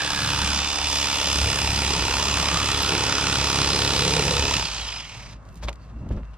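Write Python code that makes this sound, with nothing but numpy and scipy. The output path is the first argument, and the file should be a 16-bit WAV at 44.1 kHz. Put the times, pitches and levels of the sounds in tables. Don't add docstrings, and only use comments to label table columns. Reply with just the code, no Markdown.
import sys
import numpy as np
from scipy import signal
from scipy.fft import rfft, irfft, next_fast_len
from scipy.io import wavfile

SR = 44100
rng = np.random.default_rng(int(sys.argv[2]) if len(sys.argv) > 2 else 0)


def attenuation_scalar(level_db):
    decades = np.asarray(level_db, float) / 20
    return 10 ** decades


def wrap_up_sound(samples):
    columns = np.atleast_2d(samples).T
    tamed = np.clip(columns, -1, 1)
    steps = np.round(tamed * 32767).astype(np.int16)
    wavfile.write(sys.argv[1], SR, steps)


N = 280917
T = np.arange(N) / SR

# time [s], speed [turns/s].
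CAM = [(0, 35.35), (.45, 34.92), (.7, 35.59), (.95, 34.99), (1.45, 34.83), (1.95, 34.3), (2.45, 34.77),
       (2.9, 34.23), (3.25, 34.63), (3.65, 34.46), (4.05, 34.66), (4.58, 35), (4.8, 29.7), (5.0, 23.5),
       (5.35, 13), (6.4, 13)]
# time [s], level [dB], brightness [dB/octave].
EFFORT = [(0, -30, -1), (.15, -30, 0.5), (.5, -29, 0), (.72, -31.5, 0), (.8, -30.5, -1.5), (.9, -29.5, 1.5),
          (1.1, -29.5, 0), (1.3, -29, 1), (1.55, -29.5, .5), (1.75, -29, 1), (2.1, -28.5, 0), (2.5, -28, 0),
          (2.85, -27.5, 0), (3.15, -28, -1), (3.7, -27, -0.5), (4.0, -27.5, 0), (4.3, -28, -1),
          (4.55, -27, 0)]
RUNNING_TURNS_PER_S = 35
BURIED_S = 1.69
SWITCH_OFF_S, SNAG_S, STOP_S = 4.566, 5.015, 5.335


def rms_one(x):
    return x / np.sqrt(np.mean(x ** 2) + 1e-20)


def in_time(rows):
    s, *columns = np.transpose(rows)
    return [np.interp(T, s, c) for c in columns]


def at_hz(points, hz):
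    points = np.array(points)
    return np.interp(np.log(hz), np.log(points[:, 0]), points[:, 1])


def after(s, ramp_s=0.013):
    return np.clip((T - s) / ramp_s + .5, 0, 1)


def humps(rows):
    t = T[::16]
    gain = 0
    for s, db, rise, fall in rows:
        drop = np.where(t < s, (s - t) / abs(rise), (t - s) / abs(fall))
        gain = gain + attenuation_scalar(db - 20 * drop)
    return np.interp(T, t, gain)


def drift(rate_hz):
    r = np.exp(-80 * np.pi * rate_hz / SR)
    slow = signal.lfilter([1], [1, -2 * r, r * r], rng.standard_normal(N // 40 + 2002))[2000:]
    return np.interp(np.arange(N) / 40, np.arange(len(slow)), rms_one(slow - slow.mean()))


def band(x, low_hz, high_hz):
    edges_hz = [low_hz, min(high_hz, .45 * SR)]
    return signal.sosfilt(signal.butter(2, edges_hz, "band", fs=SR, output="sos"), x)


def resonate(x, modes):
    out = x.copy()
    for hz, width_hz, level_db in modes:
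        r = np.exp(-np.pi * width_hz / SR)
        poles = [1, -2 * r * np.cos(2 * np.pi * hz / SR), r * r]
        out += attenuation_scalar(level_db + 5.0) * signal.lfilter([(1 - r * r) / 2, 0, (r * r - 1) / 2], poles, x)
    return out


def grains(per_s, spread_db):
    draw = rng.uniform(-1, 1, (2, N)) * SR / per_s
    out = np.zeros((2, N))
    born = abs(draw) < 1
    size_db = spread_db * np.minimum(-np.log(abs(draw[born]) + 1e-12), 4)
    out[born] = np.sign(draw[born]) * attenuation_scalar(size_db)
    return rms_one(out)


def sliding(turns, width_hz, gate):
    lowpass = signal.butter(2, width_hz / 2, fs=SR, output="sos")
    along, across = signal.sosfilt(lowpass, gate * grains(6000, spread_db=1.5))
    return rms_one(along * np.cos(2 * np.pi * turns) + across * np.sin(2 * np.pi * turns))


def lagged(left, right):
    lag_s = 52e-6
    size = next_fast_len(N)
    turn = np.exp(-2j * np.pi * np.fft.rfftfreq(size, 1 / SR) * lag_s)
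    return np.array([irfft(rfft(left, size) * turn, size)[:N], right])


def coast():
    release_s = 0.14
    halvings = np.log2(RUNNING_TURNS_PER_S / in_time(CAM)[0]) * (T > SWITCH_OFF_S)
    halt_db = 396 * np.clip(T - STOP_S, 0, .3)
    freed, caught = after(SWITCH_OFF_S + release_s / 2, release_s), after(SNAG_S)
    loss_db = -7 * freed - 4 * caught - 13 * halvings - halt_db
    dulling = -0.79 * freed - 0.72 * caught - 0.34 * halvings
    return loss_db, dulling


def reversals(turns, weak_db, scatter_db, sharp):
    stroke = np.floor(2 * turns + .5).astype(int)
    scatter = np.clip(rng.standard_normal(500), -1.5, 1.5)[stroke]
    strength_db = scatter_db * scatter + weak_db * (stroke % 2) * (1.06 + 0.61 * after(BURIED_S, 0.36))
    loaded = 1 - .7 * after(SWITCH_OFF_S + .1, .1)
    angle = 4 * np.pi * turns
    lean = .3
    return attenuation_scalar(loaded * strength_db) * np.exp(loaded * sharp * (np.cos(angle + lean * np.cos(angle)) - 1))


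def air():
    # frequency [Hz], level [dB].
    hum_colour = [(59, -46), (100, 6.5), (164, -8.5), (346, -22.5), (630, -14), (859, -18.5), (1060, -13.5),
                  (2180, -28.5), (2680, -36), (8010, -42), (14000, -61.5)]
    chirr_hz = 2700
    mid, side = rng.standard_normal((2, N))
    colour = attenuation_scalar(at_hz(hum_colour, np.fft.rfftfreq(N, 1 / SR) + 1))
    mid, side = rms_one(irfft(rfft([mid, side]) * colour, N))
    hum = (mid + 0.5 * side * [[1], [-1]]) * attenuation_scalar(-50 + 2.0 * drift(3.3))
    chirr_db = -67.5 - 20 * np.clip(6.2 - T, 0, .3) + 3.0 * drift(7)
    return hum + rms_one(band(rng.standard_normal(N), chirr_hz - 70, chirr_hz + 70)) * attenuation_scalar(chirr_db)


def rumble():
    # start [s], peak [dB].
    shakes = [(0.314, -41), (0.437, -46), (0.709, -44), (0.931, -49), (1.146, -46), (1.376, -32),
              (1.644, -29), (1.978, -25), (2.524, -38), (2.682, -33.5), (3.696, -41), (4.17, -44.5),
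              (4.385, -30)]
    # time [s], deep level [dB], dull level [dB], lead-in [s per 20 dB].
    bump_rows = [(4.62, -44.5, -38, -0.9), (4.871, -37, -58, 1), (5.03, -44, -60, -1.5), (5.2, -46, -52, 0),
                 (5.361, -46, -57, 0.5), (5.555, -50, -57, 1.5), (5.633, -42, -52, -0.2),
                 (5.65, -25.5, -48, 0), (5.69, -27.5, -48, -0.24), (5.966, -44, -44, 0.12),
                 (6.034, -36, -37.5, 0.07), (6.066, -38, -37, 0.04), (6.112, -27, -30.5, 0),
                 (6.155, -33, -39.5, -0.12), (6.181, -31, -47, -0.5), (6.239, -35.5, -64, -1),
                 (6.315, -34, -62, -1.26)]
    lag_s, rise_s, fall_s = 0.043, 0.086, 0.212
    flex_hz, flex_fall_s, bump_fall_s = 55.5, 0.099, 0.07
    deep, dull = rng.standard_normal((2, N))
    shaken = attenuation_scalar(-48 - 5 * after(SNAG_S, .2))
    shaken = shaken + humps([(s + lag_s, db - 8.0, rise_s, fall_s) for s, db in shakes])
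    flex = 0
    for s, db, _, rise in bump_rows:
        flex = flex + humps([(s, db, rise, flex_fall_s)]) * np.cos(2 * np.pi * flex_hz * (T - s))
    dull_gain = attenuation_scalar(-60.5) + humps([(s, db, rise, bump_fall_s) for s, _, db, rise in bump_rows])
    bumps = flex + dull_gain * rms_one(band(band(dull, 47, 188), 40.4, 1350))
    low_end = shaken * rms_one(band(deep, 33.4, 65.0)) + bumps
    apart = attenuation_scalar(-26) * np.roll(low_end, 900)
    return np.array([low_end + apart, low_end - apart])


def lumps():
    # time [s], peak [dB], frequency [Hz].
    jams = [(1.47, -28.5, 105), (1.72, -33, 109), (1.77, -36, 203), (1.97, -32, 170), (2.07, -35, 98.6),
            (2.28, -33, 210.1), (2.4, -30.5, 173), (2.54, -32, 164), (2.69, -31, 104.8), (2.93, -34, 160.1),
            (3.03, -31, 124.6), (3.28, -32.5, 190), (3.38, -31, 127.6), (3.6, -32, 139.7), (3.72, -36, 180),
            (3.95, -33, 140), (4.08, -28, 174.4), (4.16, -25, 158), (4.25, -28.5, 141.3), (4.3, -31.5, 163),
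            (4.405, -31, 75)]
    length_s = 0.029
    out = np.zeros(N)
    for s, peak_db, hz in jams:
        span = slice(round((s - .12) * SR), round((s + .12) * SR))
        since = T[span] - s
        out[span] += attenuation_scalar(peak_db + 2.5) * np.exp(-(since / length_s) ** 2) * np.cos(2 * np.pi * hz * since)
    return out


def knocks():
    # time [s], peak [dB], frequency [Hz].
    thuds = [
        (5.96, -33.5, 80),
        (5.995, -37, 130),
        (6.036, -29, 70),
        (6.06, -30, 69.4),
        (6.105, -24, 110),
        (6.117, -19, 75),
        (6.142, -25, 60),
        (6.167, -20, 55),
        (6.227, -32, 65),
    ]
    # time [s], peak [dB], frequency [Hz], pan [dB].
    snaps = [(5.6275, -35, 2500, 0), (5.633, -31, 2000, -6), (5.639, -33, 3000, 0), (5.685, -20.5, 2700, 3),
             (5.688, -27, 2500, -2), (5.692, -23, 3000, -2), (5.693, -31, 2000, 0), (5.731, -37, 3000, -1),
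             (5.7575, -44, 6000, 4), (6.034, -47, 500, 0), (6.067, -37, 600, -2), (6.103, -46, 800, 2),
             (6.173, -39, 1000, 0), (6.205, -41, 750, 0), (6.233, -39, 1700, -1), (5.312, -48, 9000, 2),
             (5.429, -53, 6000, -1), (5.4526, -49, 6000, -3), (5.4895, -42, 6000, -2),
             (5.527, -49, 9000, 0), (5.544, -44, 8000, -1), (5.557, -37, 9000, -3), (5.799, -55, 5000, -3),
             (5.893, -56, 4500, -2), (5.963, -56, 3000, 1), (6.051, -55, 3000, 0), (6.0906, -43, 7000, -1),
             (6.165, -47, 4500, 0), (6.2, -55, 6500, 0), (6.246, -50, 4500, -2), (6.312, -55, 8000, 0),
             (6.3425, -53, 7000, 1)]
    thud_t60_s = 0.087
    out = np.zeros((2, N))
    for s, peak_db, hz in thuds:
        since = T[:SR // 8]
        thud = attenuation_scalar(peak_db + 1.5 - 60 * since / thud_t60_s) * np.sin(2 * np.pi * hz * since)
        out[:, round(s * SR):][:, :SR // 8] -= thud
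    for s, peak_db, hz, pan_db in snaps:
        snap = band(band(np.arange(400) == 0, hz / 3, 1.5 * hz), hz / 8, 1.7 * hz)
        gain = attenuation_scalar([[peak_db + pan_db / 2], [peak_db - pan_db / 2]])
        out[:, round(s * SR):][:, :400] += snap / snap.max() * gain
    return out


def slaps():
    # frequency [Hz], width [Hz], level [dB].
    board_modes = [(587, 52, 4), (880, 64, -1), (1100, 48, -8), (1400, 120, -12), (2634, 230, -22)]
    # time [s], peak [dB], brightness [Hz], pan [dB].
    ticks = [(4.598, -31, 5000, -8.5), (4.808, -30, 6500, -2), (5.0, -32, 3300, -2), (4.88, -26, 6040, -2),
             (5.225, -36, 5950, -0.5), (5.312, -49, 9000, 4), (5.453, -57, 4996, -5),
             (5.491, -53, 5000, -4), (5.529, -55.5, 11000, 0), (5.544, -58, 7010, 4),
             (5.558, -51, 9500, -5), (5.692, -34, 5500, -11), (5.729, -39.5, 4900, 8),
             (5.738, -48, 8000, -8), (5.757, -46, 6000, 0), (6.09, -47, 7000, -7), (6.165, -49.5, 3960, -6),
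             (6.234, -45, 1700, 0), (6.252, -52, 4500, 9.5), (6.312, -66, 7000, 2)]
    # time [s], peak [dB].
    nicks = [(0.5482, -37), (0.7552, -37), (0.8116, -37), (0.9482, -33), (1.1554, -36), (1.3688, -28),
             (1.5156, -29), (1.5895, -33), (1.851, -34), (2.0807, -32), (2.4828, -38), (2.825, -20),
             (3.0669, -31)]
    # time [s], peak [dB], t60 [s], brightness [Hz], pan [dB].
    landings = [
        (5.628, -29, 0.16, 1240, 1),
        (5.677, -37, 0.067, 2500, -5),
        (5.685, -25, 0.058, 2810, -4),
        (5.685, -22, 0.094, 876, -1),
        (6.11, -44, 0.11, 903, 4),
        (6.107, -24.5, 0.089, 219, 0),
        (6.151, -34, .1, 260, 0),
        (6.173, -37.5, .1, 1300, 3),
        (6.175, -26, 0.13, 200, -1),
    ]
    # time [s], peak [dB], t60 [s], brightness [Hz], pan [dB].
    smears = [(5.46, -65, 0.24, 7500, -6), (5.51, -62, .3, 8000, -7), (5.575, -50, 0.11, 7000, -8),
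              (5.86, -63, 0.32, 6000, -5), (6.0, -60, .3, 5000, 0), (6.13, -54, 0.1, 6000, 7),
              (5.638, -32.5, 0.091, 4700, 6.5), (5.82, -57.5, 0.27, 4500, -7), (5.9, -56, .09, 3970, 5),
              (6.02, -48, .25, 1050, 0), (6.12, -44.5, 0.204, 2530, 3), (6.34, -50, .089, 3000, 7)]
    tick_rise_s = 0.0011
    wet = resonate(grains(6000, spread_db=3.5)[0], board_modes)
    rows = [(s, db, tick_rise_s, 0.023, hz, pan) for s, db, hz, pan in ticks]
    rows += [(s, db + 6.0, tick_rise_s / 2, .008, 11000, -5.0) for s, db in nicks]
    rows += [(s, db, 0.0021, *rest) for s, db, *rest in landings]
    rows += [(s, db, 0.093 * t60, t60, *rest) for s, db, t60, *rest in smears]
    out = np.zeros((2, N))
    for s, peak_db, rise_s, t60_s, bright_hz, pan_db in rows:
        span = slice(round((s - .06) * SR), min(N, round((s + 0.3) * SR)))
        since = T[span] - s
        shape = np.where(since < 0, np.exp(since / rise_s), attenuation_scalar(-60 * since / t60_s))
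        sound = rms_one(band(wet[span], bright_hz / 4, 1.26 * bright_hz)) * shape
        out[:, span] += attenuation_scalar(peak_db - 5.5) * sound * attenuation_scalar([[pan_db / 2], [-pan_db / 2]])
    return out


def thump(turns):
    # time [s], pressure [dB], slack [dB].
    press = [(0, -46, 1), (.26, -38, 4), (.47, -29, -7.5), (.6, -31.5, -12), (.77, -40, -11),
             (.88, -34, -7), (1.18, -42.5, 3), (1.43, -24, -9), (1.54, -38, 4), (1.66, -28.5, -4),
             (2.1, -34, -2), (2.4, -30.5, -5.5), (2.75, -35, -0.5), (3.15, -39.5, 4), (3.4, -32.5, -1.5),
             (4.15, -33.5, 1), (4.55, -33.5, -2), (4.75, -59, 13)]
    # cam multiple, level [dB].
    stroke_orders = [(1, -64), (3, 2.5), (4, -2), (5, -4.5), (6, -5.5), (8, -0.5), (9, -7.5), (10, -8.5),
                     (11, -12), (12, -7.5), (13, -17), (14, -8), (15, -16), (25, -8), (26, -8), (27, -5.5),
                     (31, -9.5), (33, -11.5)]
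    # cam multiple, time [s], level [dB],
    # spread [s per 20 dB].
    singing = [(4, 3.65, -37, 0.85), (4, 4.0, -34, 0.3), (10, 3.6, -42.5, 1.2), (12, 3.97, -40.5, 1.5),
               (13, 4.1, -34, .2), (14, 4.08, -35, .2), (14, 4.33, -34, .2), (15, 4.14, -40, 0.28),
               (15, 4.33, -38, 0.24)]
    boom_db, slack_db = in_time(press)
    low_db = boom_db + slack_db
    high_db = -43.5 + 0.26 * (low_db + 35.5) + 2 * T - 25 * after(SWITCH_OFF_S + 0.091, 0.28)
    wobble = turns + .004 * drift(8)
    boom = -np.sqrt(2) * np.cos(4 * np.pi * wobble - .5)
    loose = rng.standard_normal((2, N)) * (.5 + reversals(turns, weak_db=4.5, scatter_db=1.5, sharp=0.23))
    orders = [-attenuation_scalar(db + 1.8 * drift(4.0)) * np.cos(2 * np.pi * k * wobble) for k, db in stroke_orders]
    share = attenuation_scalar(-0.5 + 0.93 * drift(5.4))
    total = np.sqrt(1 + share ** 2)
    low = (rms_one(sum(orders[:5])) + share * rms_one(band(loose[0], 56, 181))) / total
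    high = (rms_one(sum(orders[5:])) + .9 * share * rms_one(band(loose[1], 222, 670))) / total
    fade = np.clip((press[-1][0] - T) / 0.097, 0, 1)
    low = fade * (attenuation_scalar(boom_db) * boom + attenuation_scalar(low_db) * low)
    high = fade * attenuation_scalar(high_db) * high
    running = 1 - after(SWITCH_OFF_S, .1)
    for k, s, db, spread in singing:
        high -= running * humps([(s, db, spread, spread)]) * np.cos(2 * np.pi * k * wobble)
    return np.array([low + high * attenuation_scalar(-0.25), low + high * attenuation_scalar(1.5)])


def whine(turns):
    # shaft multiple, level [dB].
    mesh_tones = [(6, -17), (9, -2.5), (10, -3.5), (12, 4)]
    # shaft multiple, level [dB].
    rasp_bands = [(12, -13.5), (17, 0)]
    gear_ratio = 8.325
    loss_db, buried = coast()[0], after(BURIED_S, 0.35)
    shaft_db = -47 - 7 * buried + 1.3 * loss_db + 2.3 * drift(4.8)
    regrip_db = -4 * np.exp(-((T - 1.7) / 0.2) ** 2)
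    mesh_db = -43 + buried + 2.9 * loss_db + regrip_db
    mesh_db += -4.0 * (1 - after(0.42, 0.35)) - 5.0 * after(SWITCH_OFF_S)
    rasp_db = -43 + 12.5 * after(SWITCH_OFF_S, .2) + 1.08 * loss_db + 4 * drift(14)
    rasp_db += -6 * after(SWITCH_OFF_S + .27, .1) + 5 * after(SNAG_S)
    gate = .8 + reversals(turns, weak_db=-6, scatter_db=2.5, sharp=1.2)
    shaft = gear_ratio * turns + .006 * drift(20)
    mesh = 0
    for k, level_db in mesh_tones:
        if k > 8:
            level_db = level_db - 18.5 * (buried - .5) * np.log2(k / 10) + .8 * drift(4)
        mesh = mesh + attenuation_scalar(level_db) * np.sin(2 * np.pi * k * shaft)
    rasp = sum(attenuation_scalar(level_db) * sliding(k * shaft, 430, gate) for k, level_db in rasp_bands)
    tone = np.sqrt(2) * (attenuation_scalar(shaft_db) * np.sin(2 * np.pi * shaft) + attenuation_scalar(mesh_db) * mesh)
    tone = (tone + attenuation_scalar(rasp_db) * rasp) * (1 - after(STOP_S, .06))
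    return np.array([tone * attenuation_scalar(-1.2), tone * attenuation_scalar(3.0)])


def blade(turns):
    # time [s], frequency [Hz], level [dB].
    free_end = [(0, 1684, -32), (.5, 1550, -38.5), (.75, 1184, -48), (1.3, 1261, -57), (1.7, 890, -35),
                (2.1, 975, -33.5), (2.55, 1171, -32), (2.95, 1432, -35.5), (3.3, 1400, -36),
                (3.6, 1097, -48), (4.3, 1001, -50), (4.6, 994, -36), (4.7, 980, -87)]
    # time [s], frequency [Hz], level [dB], spread either side [s per 20 dB].
    swell = [
        (.45, 2950, -37, 0.5),
        (1.25, 2920, -31.5, 0.26),
        (1.6, 2748, -41, 0.5),
        (2.3, 2918, -37.5, 4.5),
        (3.5, 3950, -38, 0),
        (4.0, 3950, -31, 0.33),
        (4.35, 3950, -33, 0.2),
        (4.8, 3145, -44, 0.5),
        (4.9, 3100, -46, .08),
        (5.0, 2900, -45, 0.02),
    ]
    teeth = [(.95, 5000, -34, .3), (1.35, 5200, -38, .3), (1.62, 5100, -31, .4), (2.4, 4950, -38, .5),
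             (3.0, 5050, -35, .6), (3.8, 5100, -35, .4), (4.62, 5000, -31, .1), (4.885, 5040, -36, .04),
             (4.94, 5000, -37, .025), (4.975, 5200, -36, .025), (5.003, 5050, -39, .012),
             (5.018, 5050, -70, .01), (5.024, 2000, -70, .01), (5.05, 1950, -50, .15),
             (5.13, 2420, -52, .06), (5.22, 2250, -60, .1), (5.815, 4550, -64, .025),
             (5.84, 4500, -63, .02)]
    glint = [
        (.3, 10400, -59, 1.5),
        (.85, 10500, -62, .3),
        (1.7, 7530, -40, .6),
        (2.3, 6950, -34.5, 0.59),
        (4.0, 7360, -54, 1.5),
        (4.3, 6950, -38, 0.37),
    ]
    growl = [
        (3.75, 450, -35, .2),
        (4.06, 455, -29, .08),
        (4.13, 470, -34, .08),
        (4.2, 440, -32, .08),
        (4.33, 500, -31, 0.097),
        (4.45, 470, -35, 0.12),
    ]
    drum = [
        (.33, 139.6, -30.5, -0.44),
        (.52, 199.8, -42, -0.24),
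        (3.65, 149.8, -37, -0.1),
        (4.21, 148.6, -36, 0.5),
    ]
    hum_rings = [(.12, 1222, -31.5, 0.05), (.45, 1250, -37.5, .4), (.6, 1200, -52, 0.35),
                 (.95, 620, -45, 0.5), (1.2, 599.8, -39.5, 0.2), (1.47, 500, -36.5, 0.24),
                 (1.9, 422.5, -38, 0.35), (2.1, 402.3, -39, 0.3), (2.94, 400, -29, 0.2),
                 (3.6, 339, -39, 0.3), (4.2, 320, -40.5, -0.1)]
    gate = .4 + reversals(turns, weak_db=-3, scatter_db=1.6, sharp=1.5)
    hz, level_db = in_time(free_end)
    out = sliding(np.cumsum(hz) / SR, 190, gate) * attenuation_scalar(level_db)
    sheen_hz = 7800 + 180 * np.minimum(T, 3.6)
    sheen_db = -27 + in_time(EFFORT)[0] + 1.4 * coast()[0]
    out += sliding(np.cumsum(sheen_hz) / SR, 500, gate) * attenuation_scalar(sheen_db)
    held = 1 - after(SNAG_S + 0.025, 0.073)
    for rows, width_hz in (swell, 400), (teeth, 350), (glint, 450), (growl, 100), (drum, 60), (hum_rings, 220):
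        hz = in_time(rows)[0]
        gain = humps([(s, db, spread, spread) for s, _, db, spread in rows])
        if rows is not teeth:
            gain = gain * held
        out += sliding(np.cumsum(hz) / SR, width_hz, gate) * gain
    return np.array([out * attenuation_scalar(-1.5), out * attenuation_scalar(-0.5)])


def clacks(turns, weak_db, scatter_db):
    at = np.flatnonzero(np.diff(np.floor(2 * turns + .04)))
    out = np.zeros(N)
    out[at] = attenuation_scalar(weak_db * (np.arange(len(at)) % 2) + scatter_db * rng.standard_normal(500)[:len(at)])
    return rms_one(out)


def recurring(turns):
    place = (turns % 1 * SR / RUNNING_TURNS_PER_S).astype(int)
    worn = grains(20000, spread_db=2.4)[:, place]
    change = 1.5 * drift(.5)
    return worn[0] * np.cos(change) + worn[1] * np.sin(change)


def rattle(turns):
    # frequency [Hz], width [Hz], level [dB].
    housing_modes = [(914, 46, -6), (1400, 210, -1), (1806, 170, -2), (2500, 420, -1.5), (2950, 62, -5.5),
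                     (3950, 130, -9), (4930, 290, -7.5), (8550, 520, -8), (10400, 400, -11.5),
                     (14100, 1100, -14)]
    # frequency [Hz], level [dB per Hz].
    rattle_colour = [(150, -34), (250, -4), (277, -10), (313, -11.5), (413, -7), (718, -3), (898, 2.5),
                     (1410, -2), (1590, -5.5), (2530, 1.5), (4480, -0.5), (5060, 3), (8650, -10.5),
                     (13800, -33.5), (15600, -31)]
    # frequency [Hz], level [dB].
    caught_colour = [(500, -1.5), (1000, 1), (2100, 3), (3000, 1), (5000, 3), (7000, 0), (12000, 2)]
    # frequency [Hz], left-right likeness [0..1].
    likeness = [(100, .97), (1000, .95), (3000, .9), (4500, .82), (7000, .68), (10000, .45), (14000, .2)]
    # frequency [Hz], left over right [dB].
    left_lean = [(100, 16), (400, -1), (1400, -3), (2800, -1.4), (5600, -2.5), (9500, -6.5), (14000, -13)]
    repeat_share = .35
    dip_hz, dip_width_hz, pivot_hz = 4415, 510, 2800
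    (effort_db, bright), (loss_db, dulling) = in_time(EFFORT), coast()
    usual_db = np.median(effort_db[:4 * SR])
    unloaded = after(SWITCH_OFF_S, 0.52) - after(SNAG_S + 0.076, 0.17)
    caught = after(SNAG_S)
    gate = .54 + 1.1 * reversals(turns, weak_db=-4, scatter_db=1.4, sharp=1.7)
    contacts = grains(20000, spread_db=2.4)
    contacts[0] = np.sqrt(1 - repeat_share) * contacts[0] + np.sqrt(repeat_share) * recurring(turns)
    contacts = rms_one(gate * contacts)
    contacts -= 0.27 * signal.lfilter(*signal.iirpeak(dip_hz, dip_hz / dip_width_hz, SR), contacts)
    hard = rms_one(band(clacks(turns, weak_db=-3.5, scatter_db=2.0), 160, 2620))
    contacts[0] += attenuation_scalar(-21.0) * hard * (T < SWITCH_OFF_S + .06)
    undamped = 1 - 0.54 * caught - 0.37 * unloaded
    near, scattered = contacts + (resonate(contacts, housing_modes) - contacts) * undamped
    left, right = 0, 0
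    edges_hz = 250 * 2 ** (np.arange(19) / 3)
    for n, (low, high) in enumerate(zip(edges_hz, edges_hz[1:])):
        hz = np.sqrt(low * high)
        octaves = np.clip(np.log2(hz / pivot_hz), -1.4, 2)
        level_db = at_hz(rattle_colour, hz) + effort_db - usual_db + loss_db + (bright + dulling) * octaves
        level_db += -2.1 * abs(octaves) * unloaded + at_hz(caught_colour, hz) * caught
        level_db += .8 * drift(1.26) + .8 * drift(6.1)
        gain = attenuation_scalar(level_db) * np.sqrt(high - low) * (-1) ** n
        if octaves > 1.4:
            gain = gain / gate ** .35
        alike, lean = at_hz(likeness, hz), attenuation_scalar(at_hz(left_lean, hz) / 2)
        direct = np.sqrt(1 + alike) * gain * rms_one(band(near, low, high))
        other = np.sqrt(1 - alike) * gain * rms_one(band(scattered, low, high))
        left = left + lean * (direct + other)
        right = right + (direct - other) / lean
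    both = np.array([left, right])
    steady = np.sqrt(np.mean(both[:, :4 * SR] ** 2))
    return both / steady * attenuation_scalar(usual_db + 4.5)


def scene():
    turns = .285 + np.cumsum(in_time(CAM)[0]) / SR
    surroundings = air() + rumble()
    board = lumps() + knocks() + slaps() + thump(turns)
    knife = whine(turns) + blade(turns) + rattle(turns)
    return lagged(*(surroundings + board + knife))


def roll_off(x):
    return signal.sosfilt(signal.butter(12, 15720, fs=SR, output="sos"), x)


def record(dry):
    mix = signal.sosfilt(signal.cheby2(10, 60, 16150, fs=SR, output="sos"), dry)
    return roll_off(mix)


dry = scene()
out = record(dry)
wrap_up_sound(out)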